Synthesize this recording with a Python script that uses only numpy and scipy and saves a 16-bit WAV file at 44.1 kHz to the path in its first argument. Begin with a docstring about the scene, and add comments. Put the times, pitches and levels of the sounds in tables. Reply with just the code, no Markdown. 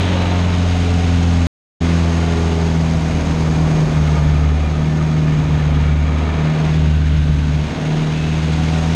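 """A four-cylinder engine and its two-blade propeller drone, heard inside the closed cockpit of a small
aerobatic biplane tumbling through rolls. The pitch sags and recovers with the load, and uneven firings
growl in the cabin. Behind them the slipstream rushes over the canopy, rings its panels and whistles in
the gaps, while turbulence rumbles through the airframe. Early on, all sound drops out for a moment."""
import sys
import numpy as np
from scipy import signal
from scipy.fft import rfft, irfft, next_fast_len
from scipy.io import wavfile

SR = 44100
rng = np.random.default_rng(int(sys.argv[2]) if len(sys.argv) > 2 else 0)


def output_pcm(signal):
    """Save a mono or channel-first signal as 16-bit PCM at the path in sys.argv[1].

    Samples are clipped to [-1, 1] before scaling.
    """
    pcm = np.clip(np.atleast_2d(signal).T, -1, 1) * 32767
    wavfile.write(sys.argv[1], SR, np.round(pcm).astype(np.int16))


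N = 394694
TIME = np.arange(N) / SR


def from_db(db):
    """Decibels to gain."""
    return 10 ** (np.asarray(db) / 20)


def rms_one(x):
    """Scale to rms 1."""
    return x / np.sqrt(np.mean(x ** 2) + 1e-20)


def in_time(rows):
    """One automation curve for each column after time_s."""
    time_s, *columns = np.transpose(rows)
    return [np.interp(TIME, time_s, column) for column in columns]


def at_hz(points, hz):
    """Read an EQ curve on a log-frequency axis."""
    knots, level = np.transpose(points)
    return np.interp(np.log(np.maximum(hz, 1)), np.log(knots), level)


def drift(rate_hz, step=100):
    """Slow random modulation, rms 1: coarse noise through a double low-pass."""
    r = np.exp(-2 * np.pi * rate_hz * step / SR)
    coarse = rng.standard_normal(2 * (N // step + 2))
    slow = signal.lfilter([1], [1, -2 * r, r * r], coarse)[N // step:]
    return np.interp(np.arange(N) / step, np.arange(len(slow)), rms_one(slow))


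def noise(colour):
    """Noise shaped by an EQ curve, rms 1."""
    size = next_fast_len(N, real=True)
    gain = from_db(at_hz(colour, np.fft.rfftfreq(size, 1 / SR)))
    return rms_one(irfft(rfft(rng.standard_normal(size)) * gain, size)[:N])


def resonance(x, hz, width_hz):
    """A band-pass with gain 1 at its peak."""
    r = np.exp(-np.pi * width_hz / SR)
    poles = [1, -2 * r * np.cos(2 * np.pi * hz / SR), r * r]
    return signal.lfilter(np.array([1, 0, -1]) * (1 - r * r) / 2, poles, x)


def singing_air(hz, width_hz):
    """A breathy pitch: turbulence twice through one resonance, rms 1."""
    once = resonance(rng.standard_normal(N), hz, width_hz)
    return rms_one(resonance(once, hz, width_hz))


def tone(turns):
    """A sine of rms 1."""
    return np.sqrt(2) * np.cos((2 * np.pi * (turns % 1)).astype(np.float32))


def chuff(firings, depth_db, lope_db):
    """Tremolo at each firing, with a lope once per four-firing engine cycle."""
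    return rms_one(from_db(depth_db * tone(firings) + lope_db * tone(firings / 4)))


# turbulence shaking the airframe: time_s, level_db
BUFFET = [(0, -32.5), (1.3, -39.5), (2.2, -42), (2.8, -32.5), (3.4, -29.5), (4.3, -24.5), (4.62, -39.5),
          (5.7, -27), (6.25, -40.5), (7.3, -25), (7.75, -38), (8.95, -45)]
# EQ of the fuselage rumble and of the cabin boom: freq_hz, gain_db
RUMBLE_EQ = [(12, -18.5), (25, -7), (38, 0.5), (60, 0), (100, -5.5), (200, -16), (400, -32.5), (800, -70)]
BOOM_EQ = [(40, -24), (80, -0.5), (120, 0), (160, 5), (200, -0.5), (270, -1.5), (340, -13), (500, -28.5),
           (1000, -55)]

def airframe(boom_db=-28.0, follow=0.33):
    """The low bed: buffeting rumbles through the fuselage and makes the cabin air boom."""
    buffet_db, = in_time(BUFFET)
    boom = from_db(boom_db + follow * (buffet_db - buffet_db.mean())) * noise(BOOM_EQ)
    return from_db(buffet_db) * noise(RUMBLE_EQ) + boom


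# air across edges and gaps: centre_s, half_length_s, pitch_hz, level_db
WHISTLES = [(.22, 0.19, 550, -33.5), (0.247, 0.33, 905, -38), (.28, 0.2, 3950, -44), (.95, .35, 740, -35),
            (1.1, 0.26, 2660, -44), (2.304, 0.19, 1420, -41.5), (6.1, 0.43, 2300, -43.5),
            (7.18, 0.38, 1530, -44), (7.851, 0.16, 642.4, -37.5), (8.263, .12, 2590, -39),
            (8.747, 0.4, 742, -36.5)]

def whistles(width_share=0.046):
    """Breathy whistles come and go as the airflow changes angle; the higher, the broader."""
    return sum(from_db(db) * np.exp(-((TIME - centre_s) / half_s) ** 4)
               * singing_air(hz, width_share * hz) for centre_s, half_s, hz, db in WHISTLES)


# side-on airflow during the rolls: time_s, amount_0_to_1
TUMBLE = [(0, 0.03), (2.4, 0), (3.6, 0.5), (4.1, 1), (6.4, 1), (6.9, 0), (7.6, 0.11), (8.95, 0.15)]

def tumble():
    """How much of the air strikes from the side."""
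    return in_time(TUMBLE)[0]


# canopy and panel resonances: pitch_hz, base_width_hz, relative_level_db, tumble_boost_db
PANELS = [(935, 50, -12, 5.5), (1235, 96, -17.5, 14), (1438, 74, -12, 2), (1766, 60, -23, 13),
          (2160, 140, -12, 3), (2406, 75, -16.5, 6.5), (2860, 140, -14, -3.5), (3330, 43, -21.5, 5.5),
          (3870, 430, -21, -3.5)]

def panels(rush_db, gust_db=2.0):
    """The slipstream rings canopy and panels in gusts, most of them harder from the side."""
    side_on = tumble()
    return sum(from_db(rush_db + db + boost_db * side_on + gust_db * (drift(13) - 1.15))
               * singing_air(hz, 1.2 * width) for hz, width, db, boost_db in PANELS)


# air singing through the canopy seal: pitch_hz, base_width_hz, level_against_hiss_db
SEAL = (6455, 240, -6)
# EQ of the airy top end: freq_hz, gain_db
HISS_EQ = [(2000, -33), (3800, -2.5), (4700, 2), (5400, 0), (6100, -2.5), (7000, -5.5), (8000, -9),
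           (9000, -13), (10000, -21), (11200, -19), (12200, -33), (14000, -45)]

def hiss(hiss_db, side_on_db=-1.3):
    """The broad hiss sinks when the air comes from the side; the canopy seal keeps singing."""
    seal_hz, width_hz, seal_db = SEAL
    seal = from_db(seal_db) * singing_air(seal_hz, 2 * width_hz)
    broad = from_db(side_on_db * tumble()) * noise(HISS_EQ)
    return from_db(hiss_db + 0.07) * (broad + seal)


# EQ of the midrange rush and of the brighter air on the canopy: freq_hz, gain_db
RUSH_EQ = [(400, -35.5), (850, -9.5), (1050, -3), (1350, -2), (1550, 0.5), (1950, -1), (2350, -4.5),
           (2700, -9), (3500, -30), (8000, -62)]
CANOPY_EQ = [(1200, -37), (2200, -2), (2600, 1), (3100, 0), (3900, -1.5), (4500, -10.5), (5500, -35.5),
             (12000, -68)]

def slipstream(firings, load_db, canopy_db, hiss_db, follow_load=0.49, follow_airflow=0.46):
    """Propeller wash on the canopy rides load and airflow, and beats with the engine."""
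    rush_db = -33.5 + follow_load * load_db + follow_airflow * (canopy_db - canopy_db.mean())
    rush = from_db(rush_db - 2.5) * noise(RUSH_EQ) + panels(rush_db)
    canopy = from_db(canopy_db - 0.5) * noise(CANOPY_EQ)
    air = rush + canopy + hiss(hiss_db)
    flutter = from_db(0.56 * drift(25))
    return air * flutter * chuff(firings, depth_db=0.73, lope_db=0.5)


# EQ of the exhaust: freq_hz, gain_db
ROAR_EQ = [(150, -28), (300, -8), (400, 2), (520, -2), (700, -2.5), (900, -10), (1200, -8.5), (2200, -42.5),
           (4000, -68.5)]

def exhaust(firings, roar_db):
    """A noisy exhaust roar that pulses faintly with the firings."""
    gain = from_db(roar_db - 1.5 + 1.1 * drift(14))
    return gain * noise(ROAR_EQ) * chuff(firings, depth_db=0.2, lope_db=-0.04)


# weaker engine orders: firing_multiple, base_level_db, wobble_db
WEAK_ORDERS = [(.5, -44.5, -3.5), (1.25, -37.5, 3.5), (1.5, -36, 3), (1.75, -41.5, 7.5), (2.25, -41.5, -1),
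               (2.5, -35.5, 0.5), (2.75, -48, 3.5), (3.25, -39.5, 4.5), (4.5, -45.5, -2.5), (5.5, -48.5, 6),
               (6, -41.5, 2)]

def throb(firings, load_db, follow=0.82, wander_turns=0.044):
    """Unequal cylinders repeat every four firings and put tones between the harmonics."""
    out = 0
    for multiple, db, wobble_db in WEAK_ORDERS:
        push_db = follow * load_db * min(multiple / 4, 1)
        gain = from_db(db + wobble_db * (drift(1.4) - 1.13) + push_db)
        out += gain * tone(multiple * firings + rng.random() + wander_turns * drift(5.2))
    return out


# cabin response to the higher orders: freq_hz, base_level_db
GROWL_EQ = [(330, -44.5), (450, -50.5), (560, -48), (650, -47.5), (730, -47), (830, -49), (920, -51.5),
            (1100, -56.5), (1220, -52), (1500, -54)]

def growl(firings, firing_hz, load_db, follow=1.22, db_per_hz=0.14, wobble_db=3.5, wander_turns=0.1):
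    """High quarter orders slide through the cabin's resonances, rising with load and propeller speed."""
    taken = [5] + [row[0] for row in WEAK_ORDERS]  # overtones() and throb() play these
    out = 0
    for multiple in np.setdiff1d(np.arange(17, 60) / 4, taken):
        # half orders sit 2 dB down, quarter orders 4 dB
        cut_db = 2 * (multiple % 1 > 0) + 2 * (2 * multiple % 1 > 0)
        gain = from_db(at_hz(GROWL_EQ, multiple * firing_hz) - cut_db + wobble_db * drift(1.0))
        out += gain * tone(multiple * firings + rng.random() + wander_turns * drift(5.5))
    tip_speed_db = db_per_hz * (firing_hz - firing_hz.mean())
    return out * from_db(follow * load_db + tip_speed_db)


# cabin air modes: pitch_hz, width_hz, peak_db
CABIN_MODES = [(231, 10, -32.5), (241.6, 11, -27.5), (253.7, 13.6, -25.5), (268.3, 33, -31), (314, 11, -31),
               (332.4, 12, -30.5), (388.2, 16, -37.5), (411.2, 8, -27), (433, 9, -32)]

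def cabin(hz):
    """Gain of an overtone at this pitch: high on a cabin mode, low between them."""
    return np.sqrt(sum(from_db(2 * db) / (1 + (2 * (hz - centre) / width) ** 2) ** 2
                       for centre, width, db in CABIN_MODES))


def overtones(firings, firing_hz, load_db, trim_db=-1.1, wobble_db=2.0, follow=0.3, side_on_db=-1.0):
    """Strong overtones swell as they glide through the cabin modes, and roughen in the tumble."""
    side_on = tumble()
    db = trim_db + follow * load_db + side_on_db * side_on
    wander_turns = 0.04 + 0.086 * side_on
    return sum(cabin(multiple * firing_hz) * from_db(db + wobble_db * drift(5))
               * tone(multiple * firings + rng.random() + wander_turns * drift(14))
               for multiple in (3.5, 4, 5))


def swelling(rows):
    """A fader ride in linear gain, so swells are broad and nulls sharp."""
    time_s, db = np.transpose(rows)
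    return np.interp(TIME, time_s, from_db(db))


# the firing tone and its octave swell and cancel as the aircraft turns: time_s, level_db
FIRING_TONE = [(0, -17.5), (1.3, -14.5), (2.6, -18.5), (3.1, -21), (3.66, -21), (3.82, -41), (4.02, -18),
               (4.45, -13.5), (4.88, -24), (5.38, -25), (5.92, -14), (6.36, -19.5), (6.56, -40), (6.9, -14),
               (7.5, -17.5), (7.76, -34), (8.0, -47), (8.42, -20.5), (8.95, -20)]
OCTAVE_TONE = [(0, -24.5), (2.1, -19), (2.5, -21.5), (2.75, -16.5), (3.25, -22), (3.48, -16), (4.25, -15.5),
               (4.65, -25.5), (4.88, -16), (5.55, -15.5), (6.28, -27), (6.45, -16), (6.8, -14.5),
               (7.02, -20), (7.58, -18), (7.71, -45), (7.9, -17.5), (8.95, -18.5)]

def drone(firings, firing_hz, lag_turns=0.2):
    """The lead: three low harmonics, lagged to give each pressure pulse a slow rise and a quick fall."""
    fundamental = swelling(FIRING_TONE) * from_db(0.5 * drift(7.7))
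    octave = swelling(OCTAVE_TONE) * from_db(0.7 * drift(9.3))
    third = cabin(3 * firing_hz) * from_db(1.0 + 1.3 * drift(5.2))
    return sum(gain * tone((k + 1) * firings - lag_turns * k)
               for k, gain in enumerate((fundamental, octave, third)))


# engine speed, sagging in the climb and swinging with each roll: time_s, firing_hz
ENGINE_SPEED = [(0, 89.93), (1.2, 85.55), (1.85, 83.97), (2.25, 83.1), (2.6, 82.1), (2.95, 80.32),
                (3.5, 79.2), (4.25, 75.26), (4.5, 75.1), (5.02, 77.86), (5.8, 74.3), (6.4, 77.4),
                (6.72, 77.57), (7.05, 75.6), (7.5, 74.67), (8.0, 77.47), (8.5, 78.35), (8.95, 80.9)]
# fader rides for load and airflow, before each layer's trim: time_s, roar_db, canopy_db, hiss_db
LOAD_AND_AIRFLOW = [(0, -29, -30, -40), (.3, -27.5, -32.5, -41), (.7, -31.5, -34.5, -40),
                    (1.45, -30.5, -36, -39.8), (2.3, -28.5, -35.5, -39.5), (2.8, -30.5, -38.5, -41.5),
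                    (3.75, -28.5, -39, -40.3), (4.2, -30.5, -38.5, -41.5), (4.5, -32.5, -40, -45.3),
                    (4.95, -32, -41, -44), (5.8, -31.5, -38, -45.5), (5.98, -33.5, -40.5, -47),
                    (6.25, -29.5, -39, -46), (6.68, -30.5, -36.5, -44), (6.98, -36, -38, -47.5),
                    (7.45, -36, -39, -46), (7.85, -30.5, -37, -43.5), (8.2, -33.5, -35.5, -43),
                    (8.95, -30.5, -35.5, -39.5)]

def scene():
    """The mono mix: one crankshaft times the engine tones and the pulsing of the air."""
    firing_hz, = in_time(ENGINE_SPEED)
    firings = np.cumsum(firing_hz * (1 + 0.00092 * drift(5.8))) / SR
    roar_db, canopy_db, hiss_db = in_time(LOAD_AND_AIRFLOW)
    load_db = roar_db - roar_db.mean()
    engine = growl(firings, firing_hz, load_db) + drone(firings, firing_hz)
    engine += overtones(firings, firing_hz, load_db) + throb(firings, load_db)
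    engine += exhaust(firings, roar_db)
    air = slipstream(firings, load_db, canopy_db, hiss_db) + whistles()
    return (engine + air + airframe())[None]


# a moment of silence: start_s, end_s, fade_in_s
DROPOUT = (1.469, 1.804, .013)

def record(dry, ceiling=0.53, cutoff_hz=14600):
    """The master chain: soft-clip the peaks, mute briefly and fade back in, then low-pass steeply."""
    rounded = dry / (1 + (dry / ceiling) ** 8) ** (1 / 8)
    start_s, end_s, fade_in_s = DROPOUT
    gate = np.where(TIME < start_s, 1, np.clip((TIME - end_s) / fade_in_s, 0, 1))
    low_pass = signal.cheby2(12, 70, cutoff_hz, fs=SR, output="sos")
    return signal.sosfilt(low_pass, rounded * gate + 1e-12)


dry = scene()
out = record(dry)
output_pcm(out)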